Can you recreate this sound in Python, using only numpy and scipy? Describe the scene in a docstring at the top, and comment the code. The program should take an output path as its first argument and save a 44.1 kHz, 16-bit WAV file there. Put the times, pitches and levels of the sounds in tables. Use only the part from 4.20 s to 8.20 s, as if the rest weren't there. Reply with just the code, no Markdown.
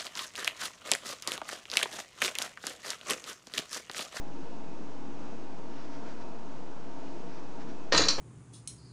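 """Toaster startles a cat

A low room drone and a few faint rustles; then a toaster pops up on a kitchen worktop.
The latch lets go, the sprung carriage rattles up, slams into its stop and bounces,
ringing the wire cage and the shell. The cat jumps back and lands with a soft thump."""
import sys
import numpy as np
from scipy import signal
from scipy.fft import irfft
from scipy.io import wavfile
from scipy.ndimage import uniform_filter1d

SR = 44100
rng = np.random.default_rng(int(sys.argv[2]) if len(sys.argv) > 2 else 0)


def store_pcm(level_fs):
    """Save levels as 16-bit WAV."""
    pcm = np.round(np.clip(level_fs, -1, 1) * 32767).astype(np.int16)
    wavfile.write(sys.argv[1], SR, np.atleast_2d(pcm).T)


N = 176400


def undb(db):
    """Decibels to gain."""
    return 10 ** (np.asarray(db) / 20)


def unit(x):
    """Scale to rms 1."""
    return x / np.sqrt(np.mean(x ** 2))


def noise(colour, size):
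    """Noise of rms 1, shaped by (freq_hz, density_db) points, rolling off outside them."""
    hz, db = np.array(colour, float).T
    f = np.maximum(np.arange(size // 2 + 1) * SR / size, 1)
    gain = undb(np.interp(np.log(f), np.log(hz), db))
    rolloff = np.minimum(f / hz[0], 1) ** 2 * np.minimum(hz[-1] / f, 1) ** 2
    return unit(irfft(gain * rolloff * np.exp(2j * np.pi * rng.random(len(f))), size))


def walk(rate_hz):
    """Random wander of rms 1."""
    hold = int(SR / rate_hz)
    steps = np.repeat(rng.standard_normal(N // hold + 1), hold)
    return unit(uniform_filter1d(steps, hold)[:N])


def fade(t, t60_s):
    """Exponential decay."""
    return np.exp(-np.log(1000) * t / t60_s)


def add(out, start_s, sound):
    """Mix a sound in at start_s."""
    i = int(start_s * SR)
    out[i:i + len(sound)] += sound[:max(N - i, 0)]


def ring(modes, t, scatter_db=1):
    """Decaying modes; each blow lands on another spot and weights them anew."""
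    hz, db, t60_s = np.array(modes, float).T
    gain = undb(db + scatter_db * rng.standard_normal(len(hz))) / np.sqrt(np.sum(undb(db) ** 2) / 2)
    turns = hz[:, None] * t + rng.random((len(hz), 1))
    return gain @ (np.sin(2 * np.pi * turns) * fade(t, t60_s[:, None]))


def burst(colour, t, t60_s):
    """Dense modes that die together."""
    return noise(colour, size=len(t)) * fade(t, t60_s)


def spot(x, pitch_hz, width_hz=350, boost_db=7):
    """The strike point favours modes near one pitch; energy is unchanged."""
    near = signal.lfilter(*signal.iirpeak(pitch_hz, pitch_hz / width_hz, fs=SR), x)
    return unit(x + undb(boost_db) * near) * np.std(x)


def room_drone():
    """Low noise with wavering hums and whines, like a distant fan; the midrange level drifts."""
    # noise spectrum: freq_hz, density_db
    colour = [(55, -26.5), (85, -14.5), (135, -2.5), (270, 0.5), (395, -4.5), (460, -3.5), (590, -8),
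              (680, -4.5), (760, -11), (930, -5.5), (1080, -12), (1500, -16), (1900, -23), (2500, -23),
              (3600, -27), (5500, -28), (6500, -30), (7800, -35.5), (9400, -52.5)]
    # hums and whines: pitch_hz, half_width_hz, level_db
    hums = [(174.3, 3.9, -64), (228.8, 4.8, -59), (280.5, 12, -53), (346.3, 9.5, -57.5),
            (375.3, 2.3, -70.5), (419, 1.1, -70), (466.4, 8, -61), (654, 11, -64.5), (694.3, 4.3, -67),
            (814, 2.5, -64), (921.4, 4.3, -61), (2500, 1.5, -79.5), (2530, 2.2, -79), (2585, 2, -76),
            (2829, 2.4, -79), (6364, 6, -81.5)]
    # midrange drift: time_s, gain_db
    drift = [(0, -1.5), (1.4, 0), (1.8, 0.2), (2.3, 1), (2.8, -0.1), (2.95, -2.5), (3.2, 1), (3.7, -1)]
    out = undb(-47 + 0.66 * walk(rate_hz=6.2)) * noise(colour, size=N)
    f = np.arange(N // 2 + 1) * SR / N
    for pitch_hz, half_width_hz, level_db in hums:
        phases = np.exp(2j * np.pi * rng.random(len(f)))
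        band = irfft(phases / (1 + ((f - pitch_hz) / half_width_hz) ** 2), N)
        out += undb(level_db + 0.6 * walk(rate_hz=4)) * unit(band)
    midrange = signal.sosfiltfilt(signal.butter(2, (750, 1490), "band", fs=SR, output="sos"), out)
    drift_db = np.interp(np.arange(N) / SR, *np.array(drift).T)
    return out + midrange * (undb(drift_db) - 1)


def rustles():
    """Faint, uneven brushing that swells and fades."""
    # swells: centre_s, length_s, level_db
    swells = [(1.6, 0.26, -57.5), (1.748, 0.12, -56.5), (1.895, 0.12, -55.5), (2.019, 0.04, -56.5),
              (3.154, 0.22, -58.5), (3.417, .05, -57), (3.499, 0.075, -57.5)]
    # rustle spectrum: freq_hz, density_db
    colour = [(500, -9), (1000, 0), (1600, 6.5), (2800, -4.5), (4200, -4), (5800, -3), (7500, -21.5),
              (9500, -32)]
    t = np.arange(N) / SR
    envelope = sum(undb(level_db) * np.cos(np.pi * np.clip((t - centre_s) / length_s, -.5, .5))
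                   for centre_s, length_s, level_db in swells)
    return envelope * undb(0.86 * walk(rate_hz=90)) * noise(colour, size=N)


def kitchen(x, tail_db=-5, delay_s=0.0066, split_hz=2500):
    """Close, hard walls add a short tail whose treble dies first."""
    t = np.arange(SR // 2) / SR
    scatter = rng.standard_normal(len(t))
    low = signal.sosfilt(signal.butter(2, split_hz, fs=SR, output="sos"), scatter)
    high = signal.sosfilt(signal.butter(2, split_hz, "high", fs=SR, output="sos"), scatter)
    tail = (low * fade(t, t60_s=0.38) - high * fade(t, t60_s=0.27)) * (t > delay_s)
    return x + undb(tail_db) * signal.fftconvolve(x, tail / np.linalg.norm(tail))[:N]


def cat_paws(contact_s=0.0017):
    """Soft pads thump the worktop."""
    # paw landings: start_s, level_db
    landings = [(3.9800, -31), (3.987, -29.5)]
    # thump spectrum: freq_hz, density_db
    colour = [(30, -6), (100, -8), (170, -10), (290, -9), (400, -10), (520, 4.5), (750, -6), (1200, -12.5),
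              (3000, -21.5), (8000, -34)]
    # thump modes: pitch_hz, level_db, t60_s
    modes = [(277, -9, 0.15), (530, -4, 0.15), (694, -14, 0.081)]
    out, t = np.zeros(N), np.arange(SR // 2) / SR
    for start_s, level_db in landings:
        thump = burst(colour, t, t60_s=0.1) + undb(-2.5) * ring(modes, t)
        add(out, start_s, undb(level_db) * thump * np.minimum(t / contact_s, 1))
    return out


def carriage_slide(start_s=3.724, stop_s=3.777, final_db=-30, rise_db=15, chatter_db=2):
    """The carriage chatters up its guide rod, louder as it gains speed, until it meets the stop."""
    # chatter spectrum: freq_hz, density_db
    colour = [(1200, -19), (2600, -3), (4400, 1), (5500, -5), (7000, -1.5), (7800, -9), (9500, -19)]
    travel = (np.arange(N) / SR - start_s) / (stop_s - start_s)
    level_db = final_db + rise_db * (np.clip(travel, 0, 1) - 1) + chatter_db * walk(rate_hz=600)
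    return (travel > 0) * (travel < 1) * undb(level_db) * noise(colour, size=N)


def carriage_blows(contact_s=0.0012):
    """Each blow thuds on the worktop, clunks in the toaster's body, rings shell and cage, and clicks."""
    # blows: start_s, thud_db, body_db, shell_db, cage_db, click_db, cage_hz, click_hz
    blows = [(3.718, -60, -52, -39, -47, -62, 4000, 5430),
             (3.7224, -41, -22.5, -18.5, -25.5, -45, 4600, 5400),
             (3.7279, -53, -35, -31, -22, -31, 4230, 5850),
             (3.7380, -27.5, -26, -28.5, -26, -40, 4600, 6100),
             (3.7470, -23.5, -35, -20.5, -24.5, -44, 4030, 6100),
             (3.7762, -40, -38.5, -42, -17, -19.5, 4860, 6540),
             (3.7786, -33, -30, -20, -27, -33, 3970, 5340), (3.7928, -27, -21.5, -34, -30, -33, 4060, 6700),
             (3.8050, -28, -38, -33, -28, -30.5, 4000, 6160),
             (3.8173, -48, -49, -30.5, -22.5, -27, 3900, 6160),
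             (3.836, -35.5, -51, -30, -26.5, -46, 4300, 6130),
             (3.8530, -58, -52, -38, -50, -32, 4650, 5600), (3.8690, -46, -31, -48, -46, -40, 4100, 5630),
             (3.884, -55, -54, -33, -24, -19.5, 4700, 5640), (3.8862, -45, -36, -33, -18, -30, 4360, 6130),
             (3.9030, -51, -40, -33.5, -34, -30, 4480, 5270)]
    # modes of each part: pitch_hz, level_db, t60_s
    thud_modes = [(147.4, -14, 0.45), (176.5, -16, 0.41), (313.8, -4.5, 0.12), (331.4, -9.5, 0.072)]  # toaster on the worktop
    body_modes = [(465, -2, 0.098), (498.5, 3, 0.081), (530, -8, .08), (646, -13.5, 0.14)]  # hollow body
    shell_modes = [(767, -8.5, 0.28), (945, 3, 0.057), (1005, -6, 0.15), (1088, 0, 0.2), (1220, 3.5, 0.079),
                   (1300, 3, 0.13), (1415, -16, 0.13), (1459, -15, 0.23), (1530, -21, 0.12),
                   (1818, 4.5, 0.076), (1817, -10, 0.36), (2060, -25, 0.21), (2280, -6, 0.14),
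                   (2407, -2, 0.18)]  # sheet-metal shell
    cage_modes = [(3460, -9, .12), (3540, -3, .12), (3800, -8, 0.11), (3980, -2, .11), (3996, -0.5, .14),
                  (4100, -1.5, 0.12), (4350, -5.5, 0.086), (4380, -8, 0.088), (4650, -8, .11),
                  (4540, -4.5, 0.064), (4730, 2.5, 0.062), (5140, -12, .11), (6110, -11, .17),
                  (6720, -20, .17)]  # wire cage and carriage
    # spectra of the dense modes: freq_hz, density_db
    thud_colour = [(35, 5), (80, -2), (170, -10), (320, 5.5), (420, -20), (900, -44)]
    body_colour = [(250, -20), (400, -11.5), (500, 0.5), (620, -8), (750, -4.5), (1500, -44)]
    shell_colour = [(300, -11), (760, -10), (1150, 4), (1750, 1.5), (2100, -5), (2500, -1), (3400, -6),
                    (6000, -8), (9500, -59)]
    cage_colour = [(1500, -38), (3700, -35), (4000, -1), (4650, 2), (4900, -9.5), (7000, -17),
                   (9500, -35.5)]
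    click_colour = [(1000, -24.5), (3300, -3.5), (4200, -11), (5200, 0), (6100, -1.5), (6400, -6),
                    (6750, 3.5), (7500, -10), (9400, -20.5)]
    out, t = np.zeros(N), np.arange(SR // 2) / SR
    for start_s, thud_db, body_db, shell_db, cage_db, click_db, cage_hz, click_hz in blows:
        thud = undb(-6) * ring(thud_modes, t) + undb(-6.5) * burst(thud_colour, t, t60_s=0.1)
        body = undb(-1) * ring(body_modes, t) + undb(-7) * burst(body_colour, t, t60_s=0.06)
        shell = undb(-6.5) * ring(shell_modes, t) + undb(0.5) * burst(shell_colour, t, t60_s=0.058)
        cage = undb(-6) * ring(cage_modes, t) + undb(-0.5) * burst(cage_colour, t, t60_s=0.055)
        click = burst(click_colour, t, t60_s=0.048)
        blow = undb(thud_db) * thud + undb(body_db) * body + undb(shell_db) * shell
        blow += undb(cage_db) * spot(cage, cage_hz) + undb(click_db) * spot(click, click_hz)
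        add(out, start_s, blow * np.minimum(t / contact_s, 1))
    return out


def scene():
    """Toaster and cat in the kitchen, over rustles and drone; mono."""
    toaster = carriage_blows() + carriage_slide()
    return (kitchen(toaster + cat_paws()) + rustles() + room_drone())[None]


def record(dry, cutoff_hz=9550, dc_offset=-.0423):
    """Steep low-pass and a small DC offset."""
    return signal.sosfilt(signal.ellip(10, .2, 70, cutoff_hz, fs=SR, output="sos"), dry) + dc_offset


dry = scene()
out = record(dry)
store_pcm(out)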